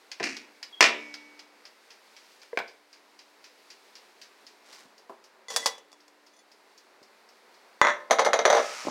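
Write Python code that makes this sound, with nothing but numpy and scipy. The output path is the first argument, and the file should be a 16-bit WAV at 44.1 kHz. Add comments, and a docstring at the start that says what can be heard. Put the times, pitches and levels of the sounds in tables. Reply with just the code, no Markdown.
"""A small kitchen, heard from a hand-held phone: noise bursts, fading sine modes and a diffuse room echo.
A pan scrapes on a toaster oven's rack, the door squeaks and slams, and the clockwork timer beats in clicks.
Things knock on the counter and two faint low footsteps fall; a plate is slid off a stack, set down hard
and rocks to rest in rows of contacts. Tiny random clicks make the slide, the cloth brushing the phone
and a tap that starts to hiss near the end."""
import sys
import numpy as np
from scipy import signal
from scipy.fft import rfft, irfft
from scipy.io import wavfile

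SR = 44100
rng = np.random.default_rng(int(sys.argv[2]) if len(sys.argv) > 2 else 0)


def output_pcm(signal):
    """Save a mono or channel-first signal as 16-bit PCM at the path in sys.argv[1].

    Samples are clipped to [-1, 1] before scaling.
    """
    pcm = np.clip(np.atleast_2d(signal).T, -1, 1) * 32767
    wavfile.write(sys.argv[1], SR, np.round(pcm).astype(np.int16))


N = 392490
TIME = np.arange(N) / SR

# Contacts. Each row: start in seconds, relative level in dB, brightness in dB per octave, decay t60 in seconds.
# The pan bumps onto the oven rack.
PAN_BUMPS = [(.1995, -33.5, -1.5, .06), (.205, -29.5, -7, .06), (.2295, -29, 0, .075), (.238, -35, .5, .05),
             (.27, -35, -2, .04)]
# The oven door slams (one row).
DOOR_SLAM = (.8073, -8.3, .5, .058)
# The plate meets the stack as it is lifted off.
STACK_BLOWS = [(5.4835, -45, -1.5, .033), (5.503, -35.5, 1, .21), (5.5622, -18, 2.5, .065),
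               (5.6595, -17, 1.3, .095), (5.781, -48, 0, .03), (5.918, -55, 1, .02), (5.929, -50, 1, .011),
               (6.081, -55, 1, .016)]
# The plate lands flat (one row).
LANDING = (7.815, -9.3, .3, .036)
# It comes down again after its first hop (one row).
FIRST_REBOUND = (7.8495, -16.3, 0, .06)
# Its last rock, which runs out in ever quicker bounces (one row).
LAST_ROCK = (8.501, -13.5, -1.5, .105)
# Hard knocks on the counter.
KNOCKS = [(2.433, -51.5, 7.5, .015), (2.574, -20.5, -.5, .033), (2.589, -29.5, 2.5, .041),
          (2.602, -32, -2, .085), (7.017, -54, -10, .051)]
# Soft thumps: two faint low footsteps, then soft bumps on the counter.
THUMPS = [(4.44, -66, -8, 0.11), (4.85, -60, -12, 0.075), (5.096, -40, 1.5, 0.14),
          (8.85, -37.5, -7.5, 0.054), (8.87, -25, -5, 0.06), (8.884, -27.5, -5, 0.014)]
# The timer as the phone moves about the room, crisp when near and smeared when far; beats read between rows.
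TIMER_HEARD = [(0, -35, -1, .09), (1.1, -36.5, -2, .08), (1.4, -43, -2, .11), (2.2, -49.5, -2, .19),
               (3, -49, -.5, .16), (3.8, -44.5, 0, .15), (4.7, -47, 2, .17), (5.05, -53.5, 4, .14),
               (6, -58, 3, .12), (6.8, -52.5, 4, .12), (7.6, -56, 2, .12)]

# Contacts. Each row: start in seconds, relative level in dB, brightness in dB per octave.
# Light pings of the plate's rim, and one short singing tone as it slides (the third row).
RIM_PINGS = [(5.4835, -39, -4.5), (5.503, -42, 1), (5.628, -39.5, -12), (6.335, -63, 1), (6.365, -61, 2),
             (6.39, -57.5, 2)]
# The plate rocks from rim to rim.
ROCKS = [(8.101, -28, -5), (8.1095, -13, -.2), (8.1865, -20.5, -2), (8.1935, -16, -1), (8.249, -24, 3),
         (8.2625, -15.5, -3.5), (8.3325, -14.5, -1), (8.3905, -18.5, -1.5), (8.453, -11.5, -1)]
# A jar touches down.
JAR_THUDS = [(2.53, -31.5, 4)]
# Contacts of every rock, as the rim drops and chatters.
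# Each row: nominal lag in seconds, added level in dB, added brightness in dB per octave.
ROCK_CHATTER = [(0, 0, 0), (.007, -5.5, -2), (.025, -9, -2)]

# Clear ringing modes. Each row: frequency in Hz, relative level in dB, decay t60 in seconds.
# Sheet metal of the oven and pan.
OVEN_MODES = [(228, -13, 1.1), (296, -9, 1.9), (425, -6, .6), (592, -11, 1.7), (888, -11, 1.6),
              (964, -7, .9), (1540, -9, .8), (1685, -13, 1.0), (1790, -8, .6), (1970, -11, 1.2),
              (2180, -4, .9), (2250, 0, 1.3), (2300, -4, .5), (2390, -10, 1.1), (2506, -5, .5),
              (2659, -13, 1.0), (2988, -14, .9), (4042, -10, .5), (4678, -14, .8)]
# The plate held in the hand.
HELD_PLATE_MODES = [(458, -5, .12), (565, -5, .13), (790, -6, .13), (996, -7, .16), (1130, -7, .1),
                    (1985, -4, .15), (2740, -14, .1), (3413, 0, .15), (4576, -8, .08), (4710, -3, .08),
                    (5230, -5, .07), (5580, -1, .07), (5814, -3, .09), (6240, -4, .08), (6770, -6, .09),
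                    (7090, -3, .06), (7870, -8, .08), (8210, -9, .08), (9100, -8, .06), (10170, -12, .07),
                    (12220, -16, .07)]
# The rim of the lifted plate.
RIM_MODES = [(2000, -2, .14), (3430, -1, .13), (4400, -5, .08), (5100, -6, .08), (5950, -2, .1),
             (6320, -5, .14), (6800, -4, .14), (9000, -7, .1), (10300, -13, .08)]
# The plate as it lands flat.
LANDED_PLATE_MODES = [(520, -6, .2), (585, -5, .25), (646, -11, .35), (904, -7, .3), (942, -7, .25),
                      (1050, 1, .22), (1147, -4, .25), (1287, -4, .3), (1550, -5, .22), (1620, -9, .25),
                      (1787, -2, .24), (1873, -6, .22), (1980, -1, .24), (2094, -9, .25), (3386, -14, .18),
                      (3440, -11, .17), (4221, -24, .25), (5545, -22, .25), (5825, -16, .27),
                      (6277, -27, .3), (6799, -17, .17), (8285, -32, .25), (9050, -30, .12),
                      (10800, -32, .09)]
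# The plate as it rocks.
ROCKING_MODES = [(463, -4, .15), (545, -5, .15), (606, 0, .2), (668, -1, .2), (797, -4, .17),
                 (840, -3, .17), (1071, -6, .17), (1200, -5, .16), (1287, -18, 1.2), (1700, -9, .15),
                 (2094, -4, .26), (3300, -11, .09), (3700, -8, .1), (5880, -3, .09), (6020, -3, .08),
                 (6325, -5, .1), (6799, -5, .11), (7930, -16, .1), (8290, -20, .08), (9070, -15, .11),
                 (9650, -22, .07), (10200, -15, .08), (10800, -25, .08), (12300, -22, .07),
                 (12600, -21, .07), (13000, -25, .07)]
# The worktop under a knock.
COUNTER_MODES = [(560, -7, .05), (930, -6, .05), (1520, -3, .06), (1760, -3, .07), (2290, 0, .11),
                 (2430, -8, .06)]
# The hollow jar.
JAR_MODES = [(410, -5, 0.04), (485, 1, 0.085), (624, -9, .05), (960, -11, 0.026), (1630, -21, 0.03),
             (2000, -21, .025)]
# The timer's ticking parts.
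TICK_MODES = [(3220, -9, .04), (4450, -4.5, .05), (4870, -1, 0.061), (5280, -2.5, 0.044),
              (6500, -11.5, 0.024), (7100, -15, .04)]

# Colours of crowded, quickly damped modes and of steady sounds. Each row: frequency in Hz, relative level in dB.
# Oven and pan blows.
OVEN_COLOUR = [(35, -79), (60, -53.5), (294, -8), (363, -7), (408, -4), (448, -9.5), (715, -6.5),
               (903, -11), (1010, -5), (1380, -9), (1470, -2), (2520, -2.5), (3500, -12), (5090, -7),
               (16000, -53)]
# Pan scraping on the rack.
RACK_COLOUR = [(60, -64.5), (150, -26), (250, 3.5), (340, 2), (450, -14.5), (1150, -14.5), (1950, 4),
               (2600, 4), (3500, -18.5), (4300, -4), (5600, -1.5), (7500, -14.5), (16000, -43)]
# Plate against the stack, both clinks and grit.
STACK_COLOUR = [(35, -77), (60, -53.5), (408, -39.5), (448, -3), (492, 5), (540, -4.5), (1110, .5),
                (1250, -8), (1950, -5.5), (2140, -11), (4220, -8.5), (4640, -3), (10000, -22), (16000, -33)]
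# Plate landing.
LANDING_COLOUR = [(35, -90), (60, -50), (363, -15), (417, -15.5), (458, -13), (579, -4.5), (767, -10),
                  (1040, -1.5), (2000, -8.5), (2900, -24), (3420, -18.5), (4860, -31), (6900, -26),
                  (7400, -40), (16000, -71)]
# Plate rocking.
ROCKING_COLOUR = [(35, -87.5), (60, -77), (250, -25.5), (287, -27.5), (371, -14), (593, -2.5),
                  (1820, -11.5), (2140, -13), (2650, -23.5), (3760, -15.5), (5460, -23), (6000, -13),
                  (7400, -38), (9350, -45), (16000, -68)]
# Counter knocks.
KNOCK_COLOUR = [(47, -72), (80, -47), (515, -11.5), (1000, -9), (1310, -18), (1430, -3), (1740, -13),
                (1900, -19), (2270, -8), (2840, -21), (4940, -27.5), (9400, -47.5), (16000, -55)]
# Footsteps and soft bumps.
THUMP_COLOUR = [(35, -85), (70, -35), (150, -22), (250, -3), (500, 0), (1000, 1), (1500, -16), (2200, -31),
                (5000, -36.5), (15000, -49)]
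# Timer beats.
TICK_COLOUR = [(60, -68), (300, -32), (900, -17.5), (2200, -5.5), (3800, -9.5), (4800, 0), (5600, -3.5),
               (7500, -18.5), (10000, -25), (15000, -31.5)]
# Tap spray.
TAP_COLOUR = [(59, -84), (100, -52), (206, -18.5), (547, -16), (621, 2), (705, -18), (752, -4.5),
              (1170, -4), (1250, 2), (1550, -5.5), (2270, -2), (3470, -10), (5650, -4), (16000, -36.5)]
# Cloth brushing past.
SLEEVE_COLOUR = [(60, -52), (200, -9), (1000, 0), (3000, -2.5), (5500, -1.5), (8000, -9.5), (15000, -25)]
# Room air.
AIR_COLOUR = [(24, -57), (40, -35), (176, -20), (209, -3.5), (262, -6), (283, -12.5), (372, 3), (663, 0.5),
              (990, 1.5), (1120, -1), (2050, -4.5), (3140, -15), (4570, -13), (6170, -20), (16000, -32)]

# Friction and flow. Each row: start, attack, hold and release t60 in seconds, gain in dB.
# Pan on the rack (one row).
RACK_SCRAPE = (.226, .006, .016, .4, -33.5)
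# Door hinge (one row).
HINGE_SQUEAK = (.724, .008, .025, .35, -49)
# Plate over the plate below (one row).
PLATE_SLIDE = (5.49, .02, .18, .17, -45)
# Tap (one row).
TAP_FLOW = (8.4, .23, .18, 1.5, -39.3)
# Cloth past the phone.
SLEEVE_RUSTLES = [(2.08, .09, .29, .2, -64.5), (4.62, .1, .09, .25, -53.5)]
# Room air. Each row: time in seconds, level of the low band in dB, level of the hiss in dB.
AIR = [(0, -61.5, -62.5), (1.5, -61, -64), (2.3, -62.5, -61), (2.85, -64, -66), (3.9, -60.5, -60.5),
       (5.4, -61, -67), (6.2, -63.5, -67), (7.7, -59, -63), (8.9, -58, -66)]

OVEN_RING_DB = -30.5  # clear modes against the blows
RACK_JUDDER_DB = 3.5  # unevenness of the scrape
SQUEAK_HZ, SQUEAK_WAVER = 3310, .02  # centre pitch; random share of it
ROCK_T60_S, CHATTER_SPREAD = .07, .12  # decay of a contact; share by which its lag varies from rock to rock
FIRST_TICK_S, TICK_TOCK_S, TOCK_LAG_S = .1160, .5124, .2515  # first beat, one tick-tock, tock after tick
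TOCK_DB = -1  # the tock against the tick
HUM_HZ, HUM_DB = 296, -78  # hum pitch; level about which it wanders
AIR_WAVER_DB = .7
CEILING, TOP_HZ = .72, 16000  # the phone's peak limit and upper cutoff


def oven(shimmer_db=-28, shimmer_t60=1.6, crack=6, size=62000):
    """Sheet-metal door and pan: clattering blows, a dense ringing tail, the scrape on the rack and the hinge."""
    slam = bounces(DOOR_SLAM, gap_s=.0187, loss_db=3.8, keep=.8, dulling_db=.1, count=5)
    hits = PAN_BUMPS + slam
    clatter = blows(hits, OVEN_COLOUR, crack) + rings(hits, OVEN_MODES, OVEN_RING_DB, size=size)
    panels = rng.standard_normal(size) * fade(np.arange(size) / SR, shimmer_t60)
    panels /= np.sqrt(np.sum(panels ** 2))
    shimmer = undb(shimmer_db) * signal.oaconvolve(clatter, panels)[:N]
    rubbing = unit(shape(slips(rate=2300, spread_db=3), RACK_COLOUR))
    scrape = rubbing * undb(RACK_JUDDER_DB * walk(160)) * swell(*RACK_SCRAPE)
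    return clatter + shimmer + scrape + hinge(SQUEAK_HZ, SQUEAK_WAVER)


def hinge(pitch_hz, waver):
    """A thin stick-slip squeak: one sine of unsteady pitch and level."""
    phase = 2 * np.pi * np.cumsum(pitch_hz * (1 + waver * walk(700))) / SR
    return unit(np.sin(phase) * undb(3 * walk(150))) * swell(*HINGE_SQUEAK)


def plate_landing(ring_db=-8.5, body_db=0, crack=14):
    """The plate lands flat and chatters on the hard surface in ever shorter hops."""
    hits = [LANDING] + bounces(FIRST_REBOUND, gap_s=.021, loss_db=2.6, keep=.7, dulling_db=-.3, count=5)
    return undb(body_db) * blows(hits, LANDING_COLOUR, crack) + rings(hits, LANDED_PLATE_MODES, ring_db)


def plate_rocking(ring_db=-9, body_db=-1.2, crack=9):
    """Let go, it rocks from rim to rim, each rock a few contacts, and runs out in quickening bounces."""
    stretch = 1 + CHATTER_SPREAD * rng.standard_normal((len(ROCKS), len(ROCK_CHATTER)))
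    hits = []
    for (s, db, tilt), lag_shares in zip(ROCKS, stretch):
        for (lag, softer, duller), share in zip(ROCK_CHATTER, lag_shares):
            hits.append((s + lag * share, db + softer, tilt + duller, ROCK_T60_S))
    hits += bounces(LAST_ROCK, gap_s=.027, loss_db=1.9, keep=.8, dulling_db=.4, count=6)
    body = undb(body_db) * blows(hits, ROCKING_COLOUR, crack)
    return body + rings(hits, ROCKING_MODES, ring_db, size=26000)


def plate_lifted(ring_db=-6.5, body_db=-2.3, crack=6, grit_db=-4, rim_db=0, size=8000):
    """The plate slides over the one below, singing in its modes, clinks against it, and its rim pings faintly."""
    body = undb(body_db) * blows(STACK_BLOWS, STACK_COLOUR, crack)
    clinks = body + rings(STACK_BLOWS, HELD_PLATE_MODES, ring_db)
    grit = slips(rate=1900, spread_db=3)
    plate_response = partials(HELD_PLATE_MODES, np.arange(size) / SR).sum(axis=0)
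    singing = signal.oaconvolve(grit, plate_response)[:N]
    rubbing = undb(grit_db) * unit(shape(grit, STACK_COLOUR))
    slide = (unit(singing) + rubbing) * swell(*PLATE_SLIDE)
    return clinks + radiate(slide) + rings(RIM_PINGS, RIM_MODES, rim_db)


def counter_and_footsteps(ring_db=-9.5, jar_db=-.5):
    """Knocks ring the worktop; footsteps and soft bumps are damped thumps; a hollow jar is heard by its modes."""
    knocks = blows(KNOCKS, KNOCK_COLOUR, crack=8) + rings(KNOCKS, COUNTER_MODES, ring_db)
    thumps = blows(THUMPS, THUMP_COLOUR, crack=7.5)
    return knocks + thumps + rings(JAR_THUDS, JAR_MODES, jar_db)


def timer(level_db=-2, ring_db=-6, count=15):
    """The escapement of the oven timer, about four beats a second: a tick, then a slightly softer tock."""
    s, db, tilt, t60 = np.transpose(TIMER_HEARD)
    hits = []
    for k in range(count):
        for lag, accent_db in ((0, 0), (TOCK_LAG_S, TOCK_DB)):
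            at = FIRST_TICK_S + k * TICK_TOCK_S + lag
            hits.append((at, np.interp(at, s, db) + accent_db, np.interp(at, s, tilt), np.interp(at, s, t60)))
    clicks = undb(level_db) * blows(hits, TICK_COLOUR, crack=2)
    return clicks + rings(hits, TICK_MODES, ring_db, size=4000)


def tap():
    """A fine spray of countless drops, each a tiny click."""
    return unit(shape(slips(rate=18000, spread_db=-1.5), TAP_COLOUR)) * swell(*TAP_FLOW)


def sleeve():
    """Cloth brushes past the phone: dense small slips, swelling and dying away."""
    cloth = unit(shape(slips(rate=3100, spread_db=2), SLEEVE_COLOUR))
    return cloth * sum(swell(*rustle) for rustle in SLEEVE_RUSTLES)


def air(split_hz=2500):
    """Room noise whose hiss changes as the phone turns; a faint appliance hum wanders with the standing waves."""
    s, level_db, hiss_db = np.transpose(AIR)
    noise = shape(rng.standard_normal(N), AIR_COLOUR)
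    out = undb(HUM_DB + 3.5 * walk(1.5)) * unit(np.sin(2 * np.pi * HUM_HZ * TIME))
    for side, db in (("low", level_db), ("high", hiss_db)):
        band = signal.sosfilt(signal.butter(3, split_hz, side, fs=SR, output="sos"), noise)
        out = out + unit(band) * undb(np.interp(TIME, s, db) + AIR_WAVER_DB * walk(14))
    return out


def kitchen(x, low_t60=0.44, mid_t60=0.35, high_t60=0.22, build_s=0.011, size=30000):
    """Diffuse echo of cupboards and walls: noise that builds up and decays; the treble dies first."""
    t = np.arange(size) / SR
    hz = np.arange(size // 2 + 1) * SR / size
    noise, response = rfft(rng.standard_normal(size)), 0
    for lo, hi, t60 in ((0, 600, low_t60), (595, 4000, mid_t60), (3870, SR, high_t60)):
        response = response + irfft(noise * (hz >= lo) * (hz < hi)) * fade(t, t60)
    response *= np.minimum(t / build_s, 1) ** 2
    return signal.oaconvolve(x, response / np.sqrt(np.sum(response ** 2)))[:N]


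def blows(table, colour, crack, size=12000):
    """Each contact gives a crack and a burst of crowded modes that die quickly."""
    out, t = np.zeros(N), np.arange(size) / SR
    for s, db, tilt, t60 in table:
        burst = rng.standard_normal(size) * fade(t, t60)
        burst[0] += crack
        add(out, s, undb(db) * attack_unit(shape(burst, colour, tilt)))
    return out


def rings(table, modes, ring_db, size=14000):
    """Contacts ring the clear modes; each meets another spot, so their mix and tuning shift a little."""
    out, t = np.zeros(N), np.arange(size) / SR
    hz, _, t60 = np.transpose(modes)
    give = .0007 / t60  # the modes that the support damps most are also detuned most by it
    ending = np.minimum(4 * (1 - t / t[-1]), 1)  # the last quarter ramps to silence
    for s, db, tilt, *_ in table:
        side, level, tuning = rng.standard_normal((3, len(modes)))
        spot = np.sign(side) * undb(2.5 * level + tilt * np.log2(hz / 1500))
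        ringing = spot @ partials(modes, t, (give * tuning)[:, None])
        add(out, s, undb(db + ring_db) * attack_unit(ringing) * ending)
    return radiate(out)


def bounces(blow, gap_s, loss_db, keep=1, dulling_db=0, count=2):
    """A blow and its rebounds: each is weaker, its tilt shifts, and each gap keeps a share of the one before."""
    s, db, tilt, t60 = blow
    hits = []
    for k in range(count):
        at = s + gap_s * np.sum(keep ** np.arange(k))
        hits.append((at, db - k * loss_db, tilt - k * dulling_db, t60))
    return hits


def slips(rate, spread_db):
    """Tiny random clicks of uneven size, at a mean rate per second."""
    clicks = (rng.random(N) < rate / SR) * rng.standard_normal(N)
    return unit(clicks * undb(spread_db * rng.standard_normal(N)))


def partials(modes, t, detune=0):
    """One fading sine for each mode."""
    hz, db, t60 = np.transpose(modes)[:, :, None]
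    return undb(db) * np.sin(2 * np.pi * hz * (1 + detune) * t) * fade(t, t60)


def shape(x, colour, tilt=0, size=2048):
    """Causal minimum-phase filter with a (Hz, dB) colour, tilted in dB per octave about 1.5 kHz."""
    hz, db = np.transpose(colour)
    octave = np.log2(np.maximum(np.arange(size // 2 + 1) * SR / size, 20))
    gain_db = np.interp(octave, np.log2(hz), db) + tilt * np.clip(octave - np.log2(1500), -3, 3)
    # Folding the cepstrum forward puts the filter's energy as early as it can be.
    cepstrum = irfft(np.log(undb(gain_db)))
    cepstrum[1:size // 2] *= 2
    cepstrum[size // 2 + 1:] = 0
    return signal.oaconvolve(x, irfft(np.exp(rfft(cepstrum))))[:len(x)]


def radiate(x):
    """Small things give off almost no bass: a high-pass at 200 Hz."""
    return signal.sosfilt(signal.butter(4, 200, "high", fs=SR, output="sos"), x)


def swell(start_s, attack_s, hold_s, release_s, db):
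    """Gain that rises, holds and dies away."""
    t = TIME - start_s
    return undb(db) * np.clip(t / attack_s, 0, 1) * fade(np.maximum(t - attack_s - hold_s, 0), release_s)


def fade(t, t60):
    """Exponential decay, 60 dB in t60 seconds (at least 2 ms)."""
    return np.exp(-np.log(1000) * t / np.maximum(t60, .002))


def walk(rate):
    """Random values with a spread near 1, joined by straight lines, at a rate per second."""
    steps = rng.standard_normal(N // 64)
    return np.interp(TIME * rate, np.arange(len(steps)), steps)


def undb(db):
    """Decibels to gain."""
    return 10 ** (np.asarray(db) / 20)


def unit(x):
    """Scale to rms 1."""
    return x / np.sqrt(np.mean(x ** 2))


def attack_unit(x):
    """Scale to rms 1 over the first 6 ms."""
    return x / np.sqrt(np.mean(x[:int(.006 * SR)] ** 2))


def add(track, start_s, sound):
    """Mix a sound into a track."""
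    i = int(start_s * SR)
    track[i:i + len(sound)] += sound[:N - i]


def scene():
    """Oven, plate, counter, footsteps and timer with shares of room echo; cloth, tap and air without."""
    sources = [(oven(), undb(-6.5)), (plate_landing(), undb(-10)), (plate_rocking(), undb(-11)),
               (plate_lifted(), undb(-14)), (counter_and_footsteps(), undb(-12)), (timer(), undb(-8.5))]
    direct = sum(sound for sound, _ in sources)
    echo = kitchen(sum(sound * share for sound, share in sources))
    return (direct + echo + tap() + sleeve() + air())[None]


def record(dry):
    """The phone rounds off the loudest peaks and cuts the top."""
    rounded = dry / (1 + (dry / CEILING) ** 6) ** (1 / 6)
    return signal.sosfilt(signal.ellip(8, .2, 70, TOP_HZ, fs=SR, output="sos"), rounded)


dry = scene()
out = record(dry)
output_pcm(out)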